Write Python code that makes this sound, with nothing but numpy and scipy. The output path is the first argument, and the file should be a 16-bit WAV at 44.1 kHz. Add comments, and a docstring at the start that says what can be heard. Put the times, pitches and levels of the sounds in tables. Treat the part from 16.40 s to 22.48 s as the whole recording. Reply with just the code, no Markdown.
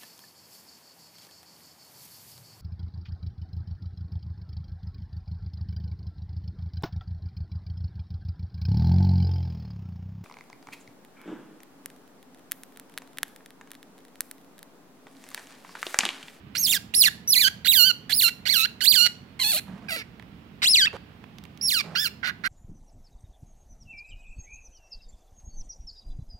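"""In a plastic tub lined with a towel, an otter pup squeaks again and again, close to the microphone.
Most squeaks start with a rasp, arch up towards a whistle and fall back into a shrill, buzzing whine:
gliding harmonics and puffs of air pass through a throat and a mouth that opens and shuts.
The tub walls reflect the voice, and shaped noise makes the low room hum, the towel scuffs with
their soft bumps, and the claw ticks."""
import sys
import numpy as np
from scipy import signal
from scipy.fft import rfft, irfft
from scipy.io import wavfile
from scipy.ndimage import uniform_filter1d

SR = 44100
rng = np.random.default_rng(int(sys.argv[2]) if len(sys.argv) > 2 else 0)


def bounce(signal):
    """Save signal as a 16-bit WAV file at the path given by the first command-line argument."""
    frames = np.transpose(np.atleast_2d(signal))
    limited = np.clip(frames, -1, 1)
    pcm = np.round(limited * 32767).astype(np.int16)
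    wavfile.write(sys.argv[1], SR, pcm)


N = 268128

# room hum, relative spectrum: (f/Hz, level/dB)
ROOM = [(15, -83), (25, -29), (59, -4), (212, 1.5), (363, -12.5), (416, -10.5), (560, -18.5), (695, -16.5),
        (1480, -20.5), (2990, -22.5), (5280, -35.5), (6050, -40.5), (7920, -44.5), (9320, -46.5),
        (16000, -41)]
ROOM_DB = -47.5
# likeness of the hum left and right, below 0 counts as none: (f/Hz, likeness)
ROOM_SAME = [(60, 0.77), (180, 1), (550, 0.54), (1650, -0.46), (4970, 0.097), (15000, 0.18)]
# balance of the hum: (f/Hz, left-right level/dB)
ROOM_SIDE = [(60, -2.5), (180, -5.5), (550, -8), (1650, -10), (4970, -5.5), (15000, 5)]

# pitch curve of each squeak, from its start to its end: (t/s, f/Hz)
PITCH = [
    [(.149, 1310), (.161, 1677), (.169, 4400), (.201, 6540), (.254, 4900), (.281, 3130), (.305, 3746),
     (.35, 1812), (.379, 1536)],
    [(.538, 2360), (.551, 4700), (.563, 5485), (.603, 5190), (.645, 2668), (.668, 1918), (.689, 1660)],
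    [(.875, 5520), (.888, 5990), (.924, 4980), (.955, 2416), (.972, 1969), (.998, 2450), (1.025, 1820),
     (1.06, 1509), (1.089, 1685)],
    [(1.247, 2156), (1.261, 1427), (1.286, 3835), (1.306, 3880), (1.335, 2285), (1.37, 1596), (1.423, 1410),
     (1.475, 1548), (1.517, 1392)],
    [(1.694, 1722), (1.716, 1723), (1.73, 4166), (1.762, 5260), (1.792, 4616), (1.826, 1900), (1.843, 1415),
     (1.875, 1362), (1.898, 1540)],
    [(2.054, 2168), (2.069, 1431), (2.098, 2076), (2.115, 2286), (2.145, 1646), (2.17, 1382), (2.203, 1294),
     (2.248, 1382), (2.265, 1890)],
    [(2.406, 2114), (2.42, 1450), (2.447, 1700), (2.47, 3860), (2.503, 4840), (2.545, 2083), (2.565, 1547),
     (2.605, 1395), (2.628, 1456), (2.678, 1435)],
    [(2.992, 1075), (3.028, 1002), (3.042, 842), (3.105, 892), (3.155, 598), (3.185, 850), (3.2, 806)],
    [(3.484, 836), (3.535, 650), (3.555, 659), (3.575, 467), (3.632, 419)],
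    [(4.219, 1320), (4.23, 956), (4.25, 2300), (4.279, 3910), (4.291, 5000), (4.32, 5370), (4.337, 4740),
     (4.368, 2462), (4.442, 1518), (4.468, 1990)],
    [(4.469, 2700), (4.485, 2565)],
    [(5.211, 4850), (5.228, 5610), (5.277, 5250), (5.302, 3450), (5.318, 2234), (5.345, 1610), (5.38, 1324),
     (5.419, 1072)],
    [(5.551, 2018), (5.562, 1367), (5.578, 1582), (5.63, 1770), (5.678, 1323), (5.687, 1900)],
    [(5.829, 1725), (5.838, 1487), (5.885, 1460), (5.913, 1780)],
    [(6.037, 1840), (6.048, 1383), (6.062, 1580), (6.079, 1450)],
]
# voicing of each squeak: (level/dB, swell from start to end/dB, extra level in the whistle/dB,
# roughness 0-1, added roughness at the start, added roughness at the end, hoarseness 0-1,
# brightness with the mouth widest/dB, share of the length at which it is widest, topmost treble/dB,
# low resonance of a half-shut mouth/dB, mouth opening as a factor on the throat's frequencies)
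SQUEAKS = [ (-21.5, 1.5, 1, 0.29, .5, 0, .03, 16.5, 0.79, -0.5, 1, 1.084),
           (-15.5, 3.5, 4, 0.22, 0.26, 0.059, 0, 22, 0.18, -1.5, 1, 1.027),
           (-17, 6, 4, 0.08, 0, 0.51, 0.15, 14, 0.17, 5, -1.5, 1),
           (-16, 2, 7, 0.05, .45, 0.2, 0, 11, 0.25, 13.5, -6, 1.01),
           (-19.5, -0.5, 1, 0.18, 0.58, 0.74, 0, 14.5, 0.62, 10, -3, 0.994),
           (-19.5, -2.5, 2, .27, 0.55, .4, 0, 8, 0.64, 7.5, -1.5, 1.025),
           (-17, 1.5, 4.5, 0.2, 0.15, 1, 0, 15, 0.17, 0, -5.5, 1.038),
           (-22.5, -5.5, 6, 0.24, 0.38, 1, 0.01, 23, 0.75, -1.5, -2.5, 1),
           (-30, -10, 0, 0.41, 0.15, 0.59, 0.02, 15, 0.12, -3, 13.5, 1.123),
           (-16.5, 1.5, 3.5, 0, 0.79, 0.57, .05, 12, 0.2, -15, -0.5, 1.053),
           (-7.5, 1, 1, 0, 0, 0, 0.1, -29, 0.6, -10, 2, 0.59),
           (-23.5, 2, 4, .14, 0, .8, 0.1, 15, 0.41, -3, 3, 1.09),
           (-22.5, -9, 4, 0.21, 0.32, 1, 0.03, 7, 1, 9, 6, 1.137),
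           (-24, -6.5, -9, 0.9, 0, 0.22, 1, -13, 1, 26, 12.5, .96),
           (-20, 0.5, -6, 0.7, 0.54, 0.12, .8, 5, 1, 2, 14, 0.98), ]
# where the head points in each squeak:
# (left-right level/dB at each of the four FACING_HZ, lead of the left microphone t/ms)
FACING = [(-13.5, -12, -4.5, -10, 0), (-15, -10, -7.5, -3.5, .34), (-15, -10.5, -2, -9, .3),
          (-13.5, -12.5, -8.5, -11, -.05), (-14, -12.5, -11, -2.5, .03), (-16.5, -16.5, -4, -12, -0.34),
          (-17.5, -18, -8, -14, -.05), (-16.5, -7.5, 3, -1.5, .05), (-13, -2, -4, 3, .18),
          (-14.5, 1, 9, -2.5, .36), (-5, -5, 14, -2, .36), (-24, -6, -7, -4, .18), (-16, -7, -8, -3, .18),
          (-21, -10, 5, -2, .18), (-22, -5, -1, -4, .18)]
# frequencies of those four balances: (f/Hz)
FACING_HZ = [2000, 4260, 5700, 14200]
# colour of throat and mouth for the tone: (f/Hz, level/dB)
THROAT = [(500.0, -8), (900.0, -19), (1400.0, -17), (2250.0, -6), (2900.0, -3.5), (3500.0, -1.5),
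          (4400.0, 3), (5300.0, -15), (6500.0, -12.5), (8000.0, -20), (10500.0, -17.5), (13500.0, -15),
          (15800.0, -30.5)]
# their colour for the rasp of air: (f/Hz, level/dB)
RASP = [(300, -13), (900, -4), (1200, -49.5), (1600, -4.5), (2200, 5.5), (3000, -3), (4300, 8), (5500, -6),
        (8000, -4), (10500, -9), (13500, -12), (16000, -27.5)]

# reflections from the tub walls, one list per microphone, left then right:
# (delay t/ms, gain against the direct sound)
WALLS = [
    [(.52, .4), (1.15, -.36), (1.9, .25), (3.1, .16), (4.6, -.09)],
    [(.7, .24), (1.4, .2), (2.3, -.16), (3.6, .1), (5.2, .06)],
]
# dying away of the room's tail: (f/Hz, t60/s)
RING = [(1200, 0.99), (3200, 0.64), (8400, 0.51), (15000, 0.54)]
# colour of that tail: (f/Hz, level/dB)
RING_COLOUR = [(800, -7), (1600, -4), (4500, -7), (5800, 0), (8000, -6), (13000, -20.5)]
# the shorter ring of the tub, on top of the room's tail
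TUB_T60, TUB_DB = 0.25, 10  # s, dB

# scuffs of body and paws on the towel:
# (start t/s, end t/s, level/dB, dull above f/Hz, share of the time spent fading)
SCUFFS = [(3.258, 3.409, -52, 1170, 0.26), (3.398, 3.54, -55, 1120, 0.3), (4.529, 4.57, -40.5, 1300, 0.073),
          (5.423, 5.573, -46.5, 740, 0.39)]
# soft bumps of the body on the tub floor: (start t/s, end t/s, level/dB, f/Hz)
BUMPS = [(3.275, 3.376, -40.5, 184), (3.42, 3.496, -44.5, 209), (4.534, 4.559, -39, 480),
         (5.42, 5.559, -47, 171)]
GRAIN = .3  # depth of the cloth's unevenness
# claws ticking on the tub: (t/s, peak level before panning/dB, ring f/Hz, left-right level/dB)
TICKS = [(3.7973, -34.5, 1695, -11.5), (3.825, -37.5, 1830, -16), (4.8407, -31, 1760, -22),
         (4.9846, -30.5, 2770, -10), (5.0383, -36.5, 3000, -7), (5.053, -34.5, 2150, -19),
         (5.175, -36, 2970, -11)]

# upper limit of the voice's harmonics and of the recorder; where the topmost treble begins
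EDGE_HZ, TOP_HZ = 15900, 12000
# unsteadiness of the folds: share of pitch at rest, share added under strain, loudness under strain
JITTER, STRAIN_JITTER, SHIMMER, LEAST_ROUGH = .004, .03, .7, .1
# spread of the upper harmonics: amount, Hz that scales it, rate as a share of the pitch
BLUR, BLUR_HZ, BLUR_RATE = .68, 1900, .3
# slower beat of the folds: depth at full hoarseness, rate as a share of the pitch
BEAT_DEPTH, BEAT_RATE = 1.7, .31
# the mouth opens and closes once a squeak: how much duller and quieter it is when shut
SHUT_DULL_DB, SHUT_QUIET_DB = 16, 1.5
# breath pressure builds and drops: dB lost at the very edge, s
BUILD_DB, BUILD_S, DROP_DB, DROP_S = 7.5, 0.024, 13, .006
# how long the folds rasp while they start and stop
START_S, STOP_S = 0.033, 0.016
# the folds catch between buzz and whistle: added roughness, pitch Hz, width in octaves, dB lost
BREAK_ROUGH, BREAK_HZ, BREAK_OCTAVES, BREAK_DB = 0.34, 2830, 0.26, 3
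# about where the whistle takes over, and the share of roughness lost in it
WHISTLE_HZ, WHISTLE_CLEAN = 4700, 0.34
# share by which loudness follows the harmonics into and out of the throat's resonances
FLARE = 0.47
# extra flare of the fundamental at the throat's sharpest resonance: dB, Hz, width Hz
PEAK_DB, PEAK_HZ, PEAK_WIDTH_HZ = 2.5, 4630, 100
# slow waver of each harmonic by itself: rms dB, rate Hz
WAVER_DB, WAVER_HZ = 1.48, 35


def amp(db):
    """Decibels to gain."""
    return 10 ** (np.asarray(db) / 20)


def unit(x):
    """Scales to rms 1."""
    return x / np.sqrt(np.mean(x ** 2) + 1e-20)


def read(points, hz):
    """Reads a spectrum on a log-frequency axis."""
    f, value = np.transpose(points)
    return np.interp(np.log(hz + 1), np.log(f + 1), value)


def add(mix, s, sound):
    """Adds a stereo sound at time s."""
    part = mix[:, max(round(s * SR), 0):][:, :sound.shape[1]]
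    part += sound[:, :part.shape[1]]


def sides(db):
    """Left and right gains of mean power 1 for a left-right difference in dB."""
    gains = np.array([amp(db / 2), amp(-db / 2)])
    return gains / np.sqrt(np.mean(gains ** 2, 0))


def noise(size, shape):
    """Noise of rms 1 whose spectrum follows shape(Hz)."""
    spectrum = rfft(rng.standard_normal(size))
    return unit(irfft(spectrum * shape(np.fft.rfftfreq(size, 1 / SR)), size))


def wobble(size, hz):
    """Random unsteadiness of rms 1, mostly below the given rate."""
    return noise(size, lambda f: 1 / (1 + (f / hz) ** 4))


def background():
    """Steady low room hum: shaped noise, most alike in both microphones at the low end."""
    f = np.fft.rfftfreq(N, 1 / SR)
    shared, other = (rfft(noise(N, lambda hz: amp(read(ROOM, hz)))) for _ in range(2))
    same = np.clip(read(ROOM_SAME, f), 0, 1)
    right = same * shared + np.sqrt(1 - same ** 2) * other
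    hum = irfft(np.array([shared, right]) * sides(read(ROOM_SIDE, f)), N)
    return amp(ROOM_DB) * hum


def glide(points, t):
    """A smooth pitch curve through (s, Hz) points that levels off at each turn."""
    s, hz = np.transpose(points)
    y = np.log(hz)
    span = np.maximum(np.diff(s), 1e-4)
    slope = np.diff(y) / span
    before, after = np.r_[slope[0], slope], np.r_[slope, slope[-1]]
    # opposite slopes cancel, so the tangent is flat at a turn
    tangent = (before * abs(after) + abs(before) * after) / (abs(before) + abs(after) + 1e-9)
    i = np.clip(np.searchsorted(s, t) - 1, 0, len(span) - 1)
    u = (t - s[i]) / span[i]
    bend = (1 - u) * ((tangent[i] - slope[i]) * (1 - u) - (tangent[i + 1] - slope[i]) * u)
    return np.exp(y[i] + (t - s[i]) * (slope[i] + bend))


def treble(hz, corner_hz=7000):
    """Share of a frequency that belongs to the band above the corner."""
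    return 1 / (1 + (corner_hz / (hz + 1)) ** 8)


def shut_mouth(hz, centre_hz=1750, width_hz=600):
    """The low resonance that takes over as the mouth closes."""
    return 1 / (1 + ((hz - centre_hz) / width_hz) ** 4)


def gesture(pitch, level_db, swell_db, whistle_db, rough, start_rough, stop_rough, bright_db, widest):
    """One push of the voice: the mouth arches open and shut; folds rasp at both ends and in the break."""
    t = np.arange(pitch[0][0], pitch[-1][0], 1 / SR)
    since, until = t - t[0], t[-1] - t
    progress = np.linspace(0, 1, len(t))
    hz = glide(pitch, t)
    widest = np.clip(widest, .05, .95)
    shut = 1 - np.sin(np.pi / 2 * np.interp(progress, [0, widest, 1], [0, 1, 2]))
    breaking = np.exp(-(np.log2(hz / BREAK_HZ) / BREAK_OCTAVES) ** 2)
    whistling = treble(hz, WHISTLE_HZ)
    level_db = level_db + swell_db * (progress - .5) - SHUT_QUIET_DB * (shut - shut.mean())
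    level_db += whistle_db * whistling - BREAK_DB * breaking
    level_db -= BUILD_DB * np.exp(-since / BUILD_S) + DROP_DB * np.exp(-until / DROP_S)
    rough = rough + start_rough * np.exp(-(since / START_S) ** 2)
    rough += stop_rough * np.exp(-(until / STOP_S) ** 2)
    rough = (rough + BREAK_ROUGH * breaking) * (1 - WHISTLE_CLEAN * whistling)
    return t, hz, level_db, rough, bright_db - SHUT_DULL_DB * shut


def skirts(size, count, hz):
    """Complex random flutter, its own for each harmonic, mostly below the given rate."""
    return np.array([wobble(size, hz) + 1j * wobble(size, hz) for _ in range(count)]) / np.sqrt(2)


def harmonic_levels(k, hz, mouth, slope_db=-3.0):
    """Gain of each harmonic as it glides through the resonances of throat and mouth."""
    bright_db, top_db, shut_db, opening = mouth
    line_hz = k * hz
    mouth_db = bright_db * treble(line_hz) + top_db * treble(line_hz, TOP_HZ)
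    mouth_db = mouth_db + shut_db * shut_mouth(line_hz / opening)
    lines = amp(read(THROAT, line_hz / opening) + slope_db * np.log2(k) + mouth_db)  # slope per octave
    lines *= np.clip((EDGE_HZ - line_hz) / 500 + 1, 0, 1)
    # only part of the loudness change through the resonances is kept
    passed = np.sqrt((lines ** 2).sum(0) / 2)
    lines *= unit(passed ** FLARE) / passed
    lines[0] *= amp(PEAK_DB * np.exp(-((hz - PEAK_HZ) / PEAK_WIDTH_HZ) ** 2))
    return lines * amp(WAVER_DB * np.array([wobble(len(hz), WAVER_HZ) for _ in k]))


def fold_buzz(hz, phase, rough, hoarse, mouth, aim, shimmer_hz=260, spread=0.35):
    """Tiny vocal folds give a stack of harmonics; strain blurs them and hoarseness adds a beat."""
    size = len(hz)
    k = np.arange(1, int(EDGE_HZ / hz.min()) + 2)[:, None]
    line_hz = k * hz
    lines = harmonic_levels(k, hz, mouth)
    # uneven closures spread each harmonic into a band, the higher ones most
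    blur = np.tanh(BLUR * rough * np.minimum(k - .5, line_hz / BLUR_HZ))
    unsteady = np.sqrt(1 - blur ** 2) + blur * skirts(size, len(k), BLUR_RATE * np.median(hz))
    partials = (unsteady * np.exp(1j * (k * phase - spread * k ** 2))).real
    # a hoarse voice beats at a fraction of its pitch: side lines flank the overtones
    beat = BEAT_DEPTH * hoarse * np.minimum(k / 3, 1) ** 2
    beating = 1 + beat * np.cos(BEAT_RATE * phase + wobble(size, shimmer_hz / 2))
    partials *= beating / np.sqrt(1 + beat ** 2 / 2)
    tone = (sides(read(aim, line_hz)) * lines * partials).sum(1)
    flutter = SHIMMER * np.minimum(rough, .5)
    return tone * (1 + flutter * wobble(size, shimmer_hz)) / np.sqrt(1 + flutter ** 2)


def breath_rasp(phase, mouth, aim, gating=0.41):
    """Air escapes in one puff of noise a cycle and passes the same mouth."""
    bright_db, top_db, shut_db, opening = mouth
    size = len(phase)
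    f = np.fft.rfftfreq(size, 1 / SR)
    puffs = rfft(rng.standard_normal(size) * (1 + gating * np.cos(phase)))
    puffs = puffs * amp(read(RASP, f / opening) + top_db * treble(f, TOP_HZ)) * sides(read(aim, f))
    # the moving mouth raises or lowers its bands over time
    rasp = irfft(puffs, size) + (amp(bright_db) - 1) * irfft(puffs * treble(f), size)
    rasp += (amp(shut_db) - 1) * irfft(puffs * shut_mouth(f / opening), size)
    # evened out over 400 samples
    return rasp / np.sqrt(uniform_filter1d((rasp ** 2).mean(0), size=400))


def squeak(pitch, voicing, facing, jitter_hz=450, air=0.94, air_power=1.49,
           lips_db=13, lips_s=0.018, rise_s=0.0015, fall_s=0.0033):
    """Folds buzz through the throat; strain makes their cycles uneven and lets puffs of air through."""
    (level_db, swell_db, whistle_db, rough, start_rough, stop_rough, hoarse,
     bright_db, widest, top_db, shut_db, opening) = voicing
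    *aim_db, lead_ms = facing
    aim = list(zip(FACING_HZ, aim_db))
    t, hz, level_db, rough, bright_db = gesture(
        pitch, level_db, swell_db, whistle_db, rough, start_rough, stop_rough, bright_db, widest)
    rough = np.clip(np.maximum(rough, hoarse), LEAST_ROUGH, 1)
    since, until = t - t[0], t[-1] - t
    # the mouth is still half shut as a squeak starts and ends
    shut_db = shut_db + lips_db * np.exp(-(np.minimum(since, until) / lips_s) ** 2)
    mouth = bright_db, top_db, shut_db, opening
    jitter = (JITTER + STRAIN_JITTER * rough ** 2) * wobble(len(t), jitter_hz)
    phase = 2 * np.pi * np.cumsum(hz * (1 + jitter)) / SR
    tone = fold_buzz(hz, phase, rough, hoarse, mouth, aim)
    rasp = breath_rasp(phase, mouth, aim)
    share = np.clip(air * rough ** air_power, .06, .7)
    edges = np.clip(since / rise_s, 0, 1) * np.clip(until / fall_s, 0, 1)
    left, right = amp(level_db) * edges * (np.sqrt(1 - share ** 2) * tone + share * rasp)
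    return t[0], np.array([np.roll(left, -round(lead_ms * SR / 1000)), right])


def tub(x):
    """Near walls comb the sound, so that a gliding tone flutters."""
    out = np.zeros((2, N))
    for channel, walls in enumerate(WALLS):
        taps = np.zeros(SR // 100)
        taps[0] = 1
        for ms, gain in walls:
            taps[round(ms * SR / 1000)] += gain
        out[channel] = signal.oaconvolve(x[channel], taps / np.linalg.norm(taps))[:N]
    return out


def reverb(x, wet_db=-21, side_db=-4):
    """A quick ring of the tub over the room's tail, whose bands each die at their own speed."""
    hz, t, grains = signal.stft(rng.standard_normal((2, SR * 3 // 4)), SR, nperseg=256)
    room_fade = amp(read(RING_COLOUR, hz)[:, None] - 60 * t / read(RING, hz)[:, None])
    tub_fade = amp(TUB_DB - 60 * t / TUB_T60)
    tail = signal.istft(grains * (room_fade + tub_fade), SR, nperseg=256)[1]
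    tail[:, :SR // 200] = 0  # the tail waits 5 ms
    tail /= np.linalg.norm(tail[0])
    # the right channel feeds both tails
    wet = signal.fftconvolve(x[1:], tail, axes=1)[:, :N]
    return amp(wet_db) * sides(side_db)[:, None] * wet


def towel(grain_hz=250, low_hz=300, bump_width_hz=35, side_db=-9, bump_side_db=-4):
    """Cloth catches and slips under the pup as grainy noise; its weight bumps the tub floor."""
    out = np.zeros((2, N))
    for start, end, db, dull_hz, fading in SCUFFS:
        size = round((end - start) * SR)
        rub = noise(size, lambda f: f ** 2 / (f ** 2 + low_hz ** 2) / (1 + (f / dull_hz) ** 2))
        rub *= np.exp(GRAIN * wobble(size, grain_hz))
        rub = unit(rub * signal.windows.tukey(size, fading))
        add(out, start, amp(db) * sides(side_db)[:, None] * rub)
    for start, end, db, hz in BUMPS:
        size = round((end - start) * SR)
        bump = noise(size, lambda f: 1 / (1 + ((f - hz) / bump_width_hz) ** 2))
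        bump = unit(bump * signal.windows.tukey(size, .5))
        add(out, start, amp(db) * sides(bump_side_db)[:, None] * bump)
    return out


def claws(decay_s=0.0017, snap=0.2, snap_hz=3000):
    """Each tick is a short burst that rings the plastic briefly; higher ones snap into the treble."""
    out = np.zeros((2, N))
    t = np.arange(SR // 30) / SR
    for s, db, hz, side_db in TICKS:
        def colour(f):
            """A broad ring plus a treble snap that grows steeply with the ring's pitch."""
            ring = 1 / (1 + ((f - hz) / hz * 1.3) ** 4)
            return (snap * (hz / snap_hz) ** 5 + ring) * f / (f + hz / 2)

        tick = noise(len(t), colour) * np.exp(-t / decay_s)
        add(out, s, amp(db) * sides(side_db)[:, None] * tick / abs(tick).max())
    return out


def scene():
    """The pup in its tub, in the room."""
    voice = np.zeros((2, N))
    for pitch, voicing, facing in zip(PITCH, SQUEAKS, FACING):
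        add(voice, *squeak(pitch, voicing, facing))
    near = tub(voice) + towel() + claws()
    return background() + near + reverb(near)


def record(dry):
    """The loudest peaks are rounded off; then the recorder's band limit takes the top treble."""
    rounded = dry / (1 + (dry / .85) ** 4) ** .25
    band_limit = signal.firwin(511, EDGE_HZ, window=("kaiser", 9), fs=SR)
    return signal.oaconvolve(rounded, band_limit[None], "same")


dry = scene()
out = record(dry)
bounce(out)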